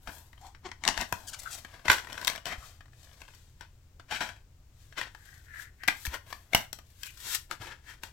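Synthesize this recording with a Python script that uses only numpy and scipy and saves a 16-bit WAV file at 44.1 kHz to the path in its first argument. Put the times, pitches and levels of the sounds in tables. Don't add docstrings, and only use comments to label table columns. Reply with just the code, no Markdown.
import sys
import numpy as np
from scipy import signal
from scipy.fft import rfft, irfft
from scipy.io import wavfile
from scipy.ndimage import uniform_filter1d

SR = 44100
rng = np.random.default_rng(int(sys.argv[2]) if len(sys.argv) > 2 else 0)


def output_pcm(signal):
    pcm = np.clip(np.atleast_2d(signal).T, -1, 1) * 32767
    wavfile.write(sys.argv[1], SR, np.round(pcm).astype(np.int16))


N = 358091
TIME = np.arange(N) / SR
LEAD_S = .003

# (frequency [Hz], level [dB])
BODY_COLOUR = [(100, -8), (290, -0.5), (460, -7.5), (720, -1.5), (1500, -10), (3000, -46)]
# (frequency [Hz], level [dB])
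PANEL_COLOUR = [(600, -39), (1100, -6.5), (1550, -2), (2200, -4.5), (3400, -6), (6000, -17), (12000, -31.5)]
# (frequency [Hz], level [dB])
SURFACE_COLOUR = [(1500, -19.5), (3500, -1.5), (5500, -5), (7800, -4.5), (9500, -9), (12500, -1.5),
                  (16000, -11)]


def clicks(low_db=-4, sharp_db=-12, scatter_db=4, tick_pan_db=4.0):
    # (time [s], level [dB], low body [dB], sharp crack [dB], ring of the struck spot [Hz])
    contacts = [(0.0739, -37.5, -11, -26, 1270), (0.5485, -50, -6.5, -19, 1680),
                (0.7162, -40, -7, -7.5, 1980), (0.838, -32, -13, -6.5, 2240), (0.8516, -30, -12, -4, 3800),
                (0.8779, -22, -23, 2, 2860), (0.8877, -27, -3, 1, 1750), (.9767, -28.5, -7, -3.5, 1540),
                (1.0122, -35.5, -7, 3.5, 1190), (1.1256, -29, 1, -3.5, 1340),
                (1.6484, -41, -3.5, -11.5, 1640), (1.8823, -19, -7, -18, 1970), (1.9, -9, -9, -21.5, 1630),
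                (1.9166, -19.5, -15.5, -4.5, 1700), (1.983, -33.5, -20.5, -16, 1600),
                (2.1287, -41, -5, -1.5, 3170), (2.1787, -35, -16.5, -14, 1590),
                (2.2147, -39.5, -25, -6.5, 1570), (2.2479, -38.5, -8, 4.5, 3830),
                (2.2726, -27.5, -8, 1, 3660), (2.2786, -24.5, -14, 1, 2000), (2.2993, -33, -6.5, -2, 2250),
                (2.3597, -41.5, -2, -1.5, 2120), (2.4559, -35.5, -9, -3.5, 3050),
                (2.807, -50, -6, -21, 1620), (3.2173, -46, -3.5, -7, 2584), (3.6095, -43.5, -3, -7, 1673),
                (3.9978, -47.5, -2.5, -12, 1200), (4.1107, -40.5, -10, -6.5, 2920),
                (4.925, -49, -12, -28, 1710), (5.0136, -30, -10, -14, 1880),
                (5.1487, -44.5, -6.5, -13, 1630), (5.8353, -37, -12, -15.5, 1790),
                (5.8784, -27, -10, -5.5, 2210), (5.8824, -17, -12, -30, 2050),
                (5.8849, -19.5, -3.5, -12.5, 2360), (6.0525, -35, -17, -3.5, 1780),
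                (6.0579, -45, -2, 7.5, 1780), (6.0668, -35.5, -15, -4, 2120), (6.1417, -34, -18, -12, 1570),
                (6.3275, -34, -14, -19, 1030), (6.5338, -24, -8.5, -21, 2200),
                (6.5484, -13, -4.5, -8, 2920), (6.7297, -50, 4, 13, 4750), (6.7877, -52.5, 3, -2.5, 3120),
                (7.0331, -39, -28, 0.5, 3175), (7.5122, -30.5, -10, -8.5, 1250),
                (8.035, -37, -5, -2.5, 1610)]
    # (time [s], length [s], tick rate [1/s], level [dB])
    rattles = [(0.319, 0.059, 50, -56), (0.852, .16, 34, -41), (2.041, 0.19, 70, -46.5),
               (2.3, 0.091, 45, -42.5), (2.821, .12, 30, -61.5), (3.047, .12, 35, -59.5),
               (3.219, .12, 55, -56.5), (7.598, .13, 45, -49)]
    click_pan_db = 4
    snap_db, snap_pan_slope = -21.5, .9
    out = np.zeros((2, N))
    for s, db, *tone in contacts:
        left_minus_right_db = click_pan_db - snap_pan_slope * max(db - snap_db, 0)
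        add(out, s - LEAD_S, pan(left_minus_right_db) * click(db, *tone))
    for s, length, rate, db in rattles:
        count = max(int(length * rate), 1)
        for k, (when, size, place) in enumerate(rng.random((count, 3))):
            tick_db = db + scatter_db * (2 * size - 1)
            tick = click(tick_db, low_db, sharp_db, hz=1200 + 2000 * place)
            add(out, s + length * (k + when) / count, pan(tick_pan_db) * tick)
    return out


def click(db, low_db, sharp_db, hz, spot_s=.0012, spot_share=1.0, panel_db=-1.0, body_db=0.0, crack_db=1):
    t = np.arange(4096) / SR - LEAD_S
    after = np.maximum(t, 0)
    flex = 1 + 0.019 * rng.standard_normal()
    linger = 2 + np.clip((-29.5 - db) / 8, 0, 2)

    spot_decay = np.exp(-after / spot_s)
    spot = np.sin(2 * np.pi * hz * t) * spot_decay * (1 - spot_decay)

    panel_blow = blow(t, .0013 * linger, ring_db=-20.0, ring_s=0.023, apart=0.54)
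    panel = attack(colour(panel_blow, shell(PANEL_COLOUR, between_db=-4, flex=flex)))
    panel = attack(panel + spot_share * attack(spot[None]))

    body_blow = blow(t, 0.00088 * linger, ring_db=-19.5, ring_s=.013, apart=0.47)
    body = attack(colour(body_blow, shell(BODY_COLOUR, flex=flex)))

    crack_blow = blow(t, 0.00051 * linger, ring_db=-21.0, ring_s=0.019, apart=1.0, rise_s=0.0004)
    crack = attack(colour(crack_blow, shell(SURFACE_COLOUR, flex=flex)))

    mix = undb(panel_db) * panel
    mix = mix + undb(low_db + body_db) * body
    mix = mix + undb(sharp_db + crack_db) * crack
    return undb(db) * mix


def blow(t, fall_s, ring_db, ring_s, apart, rise_s=.0007):
    after = np.maximum(t, 0)
    build = np.exp(np.minimum(t, 0) / rise_s)
    decay = np.exp(-after / fall_s) + undb(ring_db) * np.exp(-after / ring_s)
    return pair(len(t), apart) * build * decay


def attack(x):
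    span, held = int((LEAD_S + .0035) * SR), .004 * SR
    energy = np.mean(np.sum(x[:, :span] ** 2, axis=1))
    return x / np.sqrt(energy / held)


def shell(points, between_db=-6, flex=1):
    # (frequency [Hz], width [Hz], level [dB])
    modes = [(674, 75, -5.5), (980, 150, -1), (1490, 60, -2), (1636, 87, 2.5), (1850, 89, -3),
             (2090, 160, -1), (2570, 62, -3), (3190, 67, -2.5), (4500, 150, -3), (5605, 88, 4.5)]

    def gain(hz):
        resonance = sum(undb(db) ** 2 / (1 + (2 * (hz - f * flex) / width) ** 2) for f, width, db in modes)
        return curve(points, hz) * np.sqrt(resonance + undb(between_db) ** 2)
    return gain


def scrapes(panel_db=-2, body_db=-2, hiss_db=0.5, pan_db=3):
    # (peak time [s], rise [s], fall [s], level [dB], low body [dB], hiss [dB])
    gratings = [(0.079, 0.023, 0.1, -52, 3.5, -14), (0.664, 0.024, 0.04, -44.5, 3, -7),
                (0.887, 0.049, 0.039, -32.5, 3.5, -3.5), (1.016, 0.094, 0.039, -33.5, -1.5, -9),
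                (1.72, 0.075, 0.2, -55.5, -1, -8), (1.856, 0.0085, 0.022, -34, 2, -12),
                (1.917, 0.046, 0.087, -29, -6, -4.5), (2.29, 0.35, 0.12, -46.5, 1, -4),
                (2.467, 0.011, 0.065, -35.5, -2, -8), (2.524, 0.056, 0.038, -36.5, -1.5, -15),
                (2.66, 0.16, .14, -54.5, -1.5, 1), (3.22, 0.15, 0.14, -66, 0, -0.5),
                (3.619, 0.018, 0.05, -47.5, -6, -19), (4.122, 0.03, 0.11, -36, -7, -12.5),
                (4.162, 0.046, 0.036, -33.5, -13, -11.5), (4.223, 0.049, .11, -35.5, -4.5, -10.5),
                (4.982, 0.019, 0.089, -32, -7.5, -16.5), (5.073, .015, 0.013, -43, -3.5, -31),
                (6.148, 0.051, 0.032, -35, -2.5, -13), (6.304, .08, 0.23, -56.5, -2, -3.5),
                (6.565, 0.044, 0.084, -39, -0.5, -6.5), (7.524, 0.025, 0.04, -44, 0, -4.5),
                (7.62, .025, 0.13, -42.5, -2, -8), (7.717, 0.045, .055, -49, -8, -27),
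                (7.903, 0.075, 0.07, -48, -9, -6), (8.04, 0.024, 0.078, -49.5, -2, -1.5)]
    strokes = [(s, rise, fall, db + panel_db, db + low + body_db, db + hiss + hiss_db)
               for s, rise, fall, db, low, hiss in gratings]
    grain = slipping(slips_per_s=300, scatter_db=7.0, slip_s=0.0083, smooth=.7)
    smoother_grain = unit(np.hypot(grain, 1.2))
    return pan(pan_db) * rubbing(strokes, grain, smoother_grain)


def slides(panel_db=-10, body_db=-2, hiss_db=-2.0, pan_db=3):
    # (peak time [s], rise [s], fall [s], level [dB], low body [dB])
    cloth_strokes = [(.13, 0.11, 0.18, -52, -3), (.46, 0.1, 0.087, -55, -5), (1.19, 0.3, 0.46, -54.5, 0.5),
                     (1.544, 0.28, .14, -46.5, -9.5), (3.0, 0.11, 0.67, -59.5, -9),
                     (3.35, 0.18, 0.27, -60, -15.5), (4.82, 0.13, 0.3, -62, -20),
                     (5.289, 0.28, 0.32, -58.5, -12), (5.625, 0.12, 0.046, -47.5, -16.5),
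                     (6.04, 0.22, .06, -48.5, -17), (6.901, .12, 0.19, -66.5, -22),
                     (7.061, 0.12, 0.078, -48.5, -30), (7.27, 0.051, 0.07, -40.5, -9.5),
                     (7.354, 0.15, 0.025, -29, -31)]
    strokes = [(s, rise, fall, db + panel_db, db + low + body_db, db + hiss_db)
               for s, rise, fall, db, low in cloth_strokes]
    grain = slipping(slips_per_s=400, scatter_db=8.0, slip_s=0.0042, smooth=1.6)
    return pan(pan_db) * rubbing(strokes, grain, grain)


def rubbing(strokes, grain, hiss_grain):
    power = np.zeros((3, N))
    for peak_s, rise_s, fall_s, *parts_db in strokes:
        power += undb(parts_db)[:, None] ** 2 * stroke(peak_s, rise_s, fall_s)
    panel = unit(colour(grain * pair(N, 0.46), shell(PANEL_COLOUR, between_db=-2.5)))
    body = unit(colour(grain * pair(N, .25), shell(BODY_COLOUR)))
    hiss = unit(colour(hiss_grain * pair(N, 1.0), shell(SURFACE_COLOUR, between_db=6)))
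    return sum(gain * part for gain, part in zip(np.sqrt(power), (panel, body, hiss)))


def stroke(peak_s, rise_s, fall_s, fade_db=20.5, fade_curve=1.2):
    away = np.maximum((peak_s - TIME) / rise_s, (TIME - peak_s) / fall_s)
    near, power = away < 3, np.zeros(N)
    power[near] = undb(-fade_db * away[near] ** fade_curve) ** 2
    return power


def slipping(slips_per_s, scatter_db, slip_s, smooth):
    sizes = undb(scatter_db * np.minimum(rng.exponential(size=N), 4))
    slips = (rng.random(N) < slips_per_s / SR) * sizes ** 2
    power = signal.lfilter([1], [1, -np.exp(-1 / (slip_s * SR))], slips)
    return unit(np.sqrt(power / power.mean() + abs(smooth)))


def swishes(width=0.26, skew=1.12, pan_db=4):
    # (time [s], length [s], centre [Hz], level [dB])
    light_strokes = [(1.452, .035, 1400, -40), (2.487, 0.074, 2000, -42.5), (2.594, 0.069, 1240, -57),
                     (5.162, 0.27, 1700, -59.5), (5.447, 0.26, 1726, -48.5), (5.78, 0.13, 1860, -50.5),
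                     (7.022, .095, 2520, -50.5), (7.664, 0.1, 1650, -54.5), (7.854, 0.088, 1724, -51)]
    out = np.zeros((2, N))
    slips = pair(N, .8) * slipping(slips_per_s=230, scatter_db=2.5, slip_s=0.0023, smooth=0.47)
    for s, length, hz, db in light_strokes:
        u = np.linspace(0, 1, int(length * SR))
        piece = slips[:, int(s * SR):][:, :len(u)]
        band = unit(colour(piece, lambda f: 1 / (1 + (2 * np.log(f / hz) / width) ** 4) ** .5))
        add(out, s, undb(db) * pan(pan_db) * band * np.sin(np.pi * u ** skew))
    return out


def squeaks(flutter=0.21, pan_db=1):
    # (time [s], length [s], start [Hz], end [Hz], level [dB],
    # fall of the overtones [dB per octave], unsteadiness [share of the pitch])
    finger_slips = [(0.4, 0.11, 754, 817, -51, 16, 0.097), (0.645, 0.032, 395, 348, -39.5, 5, 0.051),
                    (1.267, 0.04, 1774, 1340, -41, -5, 0.078), (1.327, 0.03, 1727, 1072, -40.5, 0, 0.12),
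                    (1.386, 0.027, 1700, 2820, -43, -7, 0.081), (1.425, .016, 2400, 1750, -49, -8.5, .04),
                    (1.502, 0.055, 966, 707, -41, -4.5, 0.064), (4.104, 0.035, 633, 905, -40.5, 12, 0.051)]
    out = np.zeros((2, N))
    k = np.arange(1, 21)[:, None]
    for s, length, start_hz, end_hz, db, fall_db, waver in finger_slips:
        u = np.linspace(0, 1, int(length * SR))
        wander = unit(uniform_filter1d(rng.standard_normal((2, N // 8)), size=110))
        drift, grip = wander[:, :len(u)]
        hz = (start_hz + (end_hz - start_hz) * u) * (1 + waver * drift)
        weight = undb(-fall_db * np.log2(k)) / (1 + (k * hz / 9000) ** 4)
        weight = weight * (k * hz < SR / 2)
        phase = k * 2 * np.pi * np.cumsum(hz) / SR + 2 * np.pi * rng.random(k.shape)
        tone = np.sum(weight * np.sin(phase), axis=0)
        add(out, s, undb(db) * pan(pan_db) * unit(tone * np.exp(flutter * grip)) * np.sin(np.pi * u))
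    return out


def beamed(x, edge_hz=9000):
    # (time [s], level [dB])
    facing = [(.25, 4.5), (.75, -22.5), (1.1, -1), (4, -6), (5.7, 0), (6.05, 3), (6.5, 4), (7.6, -3.5)]
    top = signal.sosfiltfilt(signal.butter(3, edge_hz, "high", fs=SR, output="sos"), x)
    top_gain = undb(np.interp(TIME, *np.transpose(facing)))
    return x + (top_gain - 1) * top


def hand_echo(x, lag_s=.0016, travel=.3, share=0.39):
    moments = np.linspace(0, TIME[-1], num=17)
    distance = np.interp(TIME, moments, rng.standard_normal(len(moments)))
    lag = lag_s * np.exp(travel * distance)
    echo = np.array([np.interp(TIME - lag, TIME, side) for side in x])
    return (x + share * echo) / np.hypot(1, share)


def thumps(rise_s=0.0017, fall_s=0.013):
    # (time [s], level [dB], frequency [Hz])
    landings = [(.078, -38, 45), (0.985, -33, 44.5), (1.13, -35.5, 91), (1.89, -30, 81),
                (2.581, -35.5, 58.3), (6.076, -26.5, 64), (6.549, -39.5, 113), (7.602, -41, 111.3),
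                (7.798, -48, 69.8)]
    out, t = np.zeros((2, N)), np.arange(8192) / SR
    swell = (1 - np.exp(-t / rise_s)) * np.exp(-t / fall_s)
    for s, db, hz in landings:
        swing = np.sin(2 * np.pi * hz * t) * swell / swell.max()
        add(out, s, undb(db) * swing[None])
    return out


def bedroom(x, wet_db=-7, t60_low=0.22, t60_high=0.24, treble_db=-4, gap_s=0.0065):
    t = np.arange(16384) / SR
    low_noise = pair(len(t), 0.78) * np.clip(t / gap_s - .5, 0, 1)
    high_noise = pair(len(t), 1.0) * (t > gap_s)
    low = signal.sosfilt(signal.butter(2, 6000, fs=SR, output="sos"), low_noise)
    high = signal.sosfilt(signal.butter(2, 6000, "high", fs=SR, output="sos"), high_noise)
    tail = low * undb(-60 * t / t60_low) + undb(treble_db) * high * undb(-60 * t / t60_high)
    tail *= undb(wet_db) / np.sqrt(SR * t60_low / np.log(1e6))
    return x + signal.fftconvolve(x, tail, axes=1)[:, :N]


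def air(air_db=-56.5, hum_hz=83.0, hum_db=-65):
    # (frequency [Hz], level [dB per Hz])
    room_tone = [(20, -2.5), (55, 0.5), (120, -2), (175, -17.5), (400, -23), (2000, -32), (7500, -37),
                 (9000, -43.5), (16000, -39)]
    rumble = colour(pair(N, 0.05), lambda hz: curve(room_tone, hz) / (1 + hz / 900))
    hiss = colour(pair(N, 0.98), lambda hz: curve(room_tone, hz) * hz / (900 + hz))
    hum = unit(np.sin(2 * np.pi * hum_hz * TIME))
    return undb(air_db) * unit(rumble + hiss) + undb(hum_db) * hum


def undb(db):
    return 10 ** (np.asarray(db) / 20)


def unit(x):
    return x / np.sqrt(np.mean(x ** 2))


def freqs(size):
    return np.maximum(np.fft.rfftfreq(size, 1 / SR), 1)


def curve(points, hz):
    f, db = np.transpose(points)
    return undb(np.interp(np.log(hz), np.log(f), db))


def colour(x, gain):
    size = 4096
    cepstrum = irfft(np.log(gain(freqs(size)) + 1e-6))
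    cepstrum[1:size // 2] *= 2
    cepstrum[size // 2 + 1:] = 0
    response = irfft(np.exp(rfft(cepstrum)))
    return signal.fftconvolve(x, response[None], axes=1)[:, :x.shape[1]]


def pair(size, apart):
    mid, side = rng.standard_normal((2, size))
    return unit(np.array([mid + apart * side, mid - apart * side]))


def pan(db):
    return undb(np.array([[.5], [-.5]]) * db)


def add(out, s, x):
    i = int(s * SR)
    out[:, i:i + x.shape[1]] += x[:, :N - i]


def scene():
    handling = clicks() + scrapes() + slides() + swishes() + squeaks()
    return bedroom(hand_echo(beamed(handling))) + thumps() + air()


def record(dry):
    # (frequency [Hz], left minus right [dB])
    ports = [(250, 1.5), (1000, 3.5), (2000, 7), (4000, 6.5), (8000, 12.5), (12000, 2)]
    left = colour(dry[:1], lambda hz: curve(ports, hz) ** .5)
    right = colour(dry[1:], lambda hz: curve(ports, hz) ** -.5)
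    rounded = np.tanh(np.vstack([left, right]))
    return signal.sosfilt(signal.ellip(10, .2, 80, 16000, fs=SR, output="sos"), rounded)


dry = scene()
out = record(dry)
output_pcm(out)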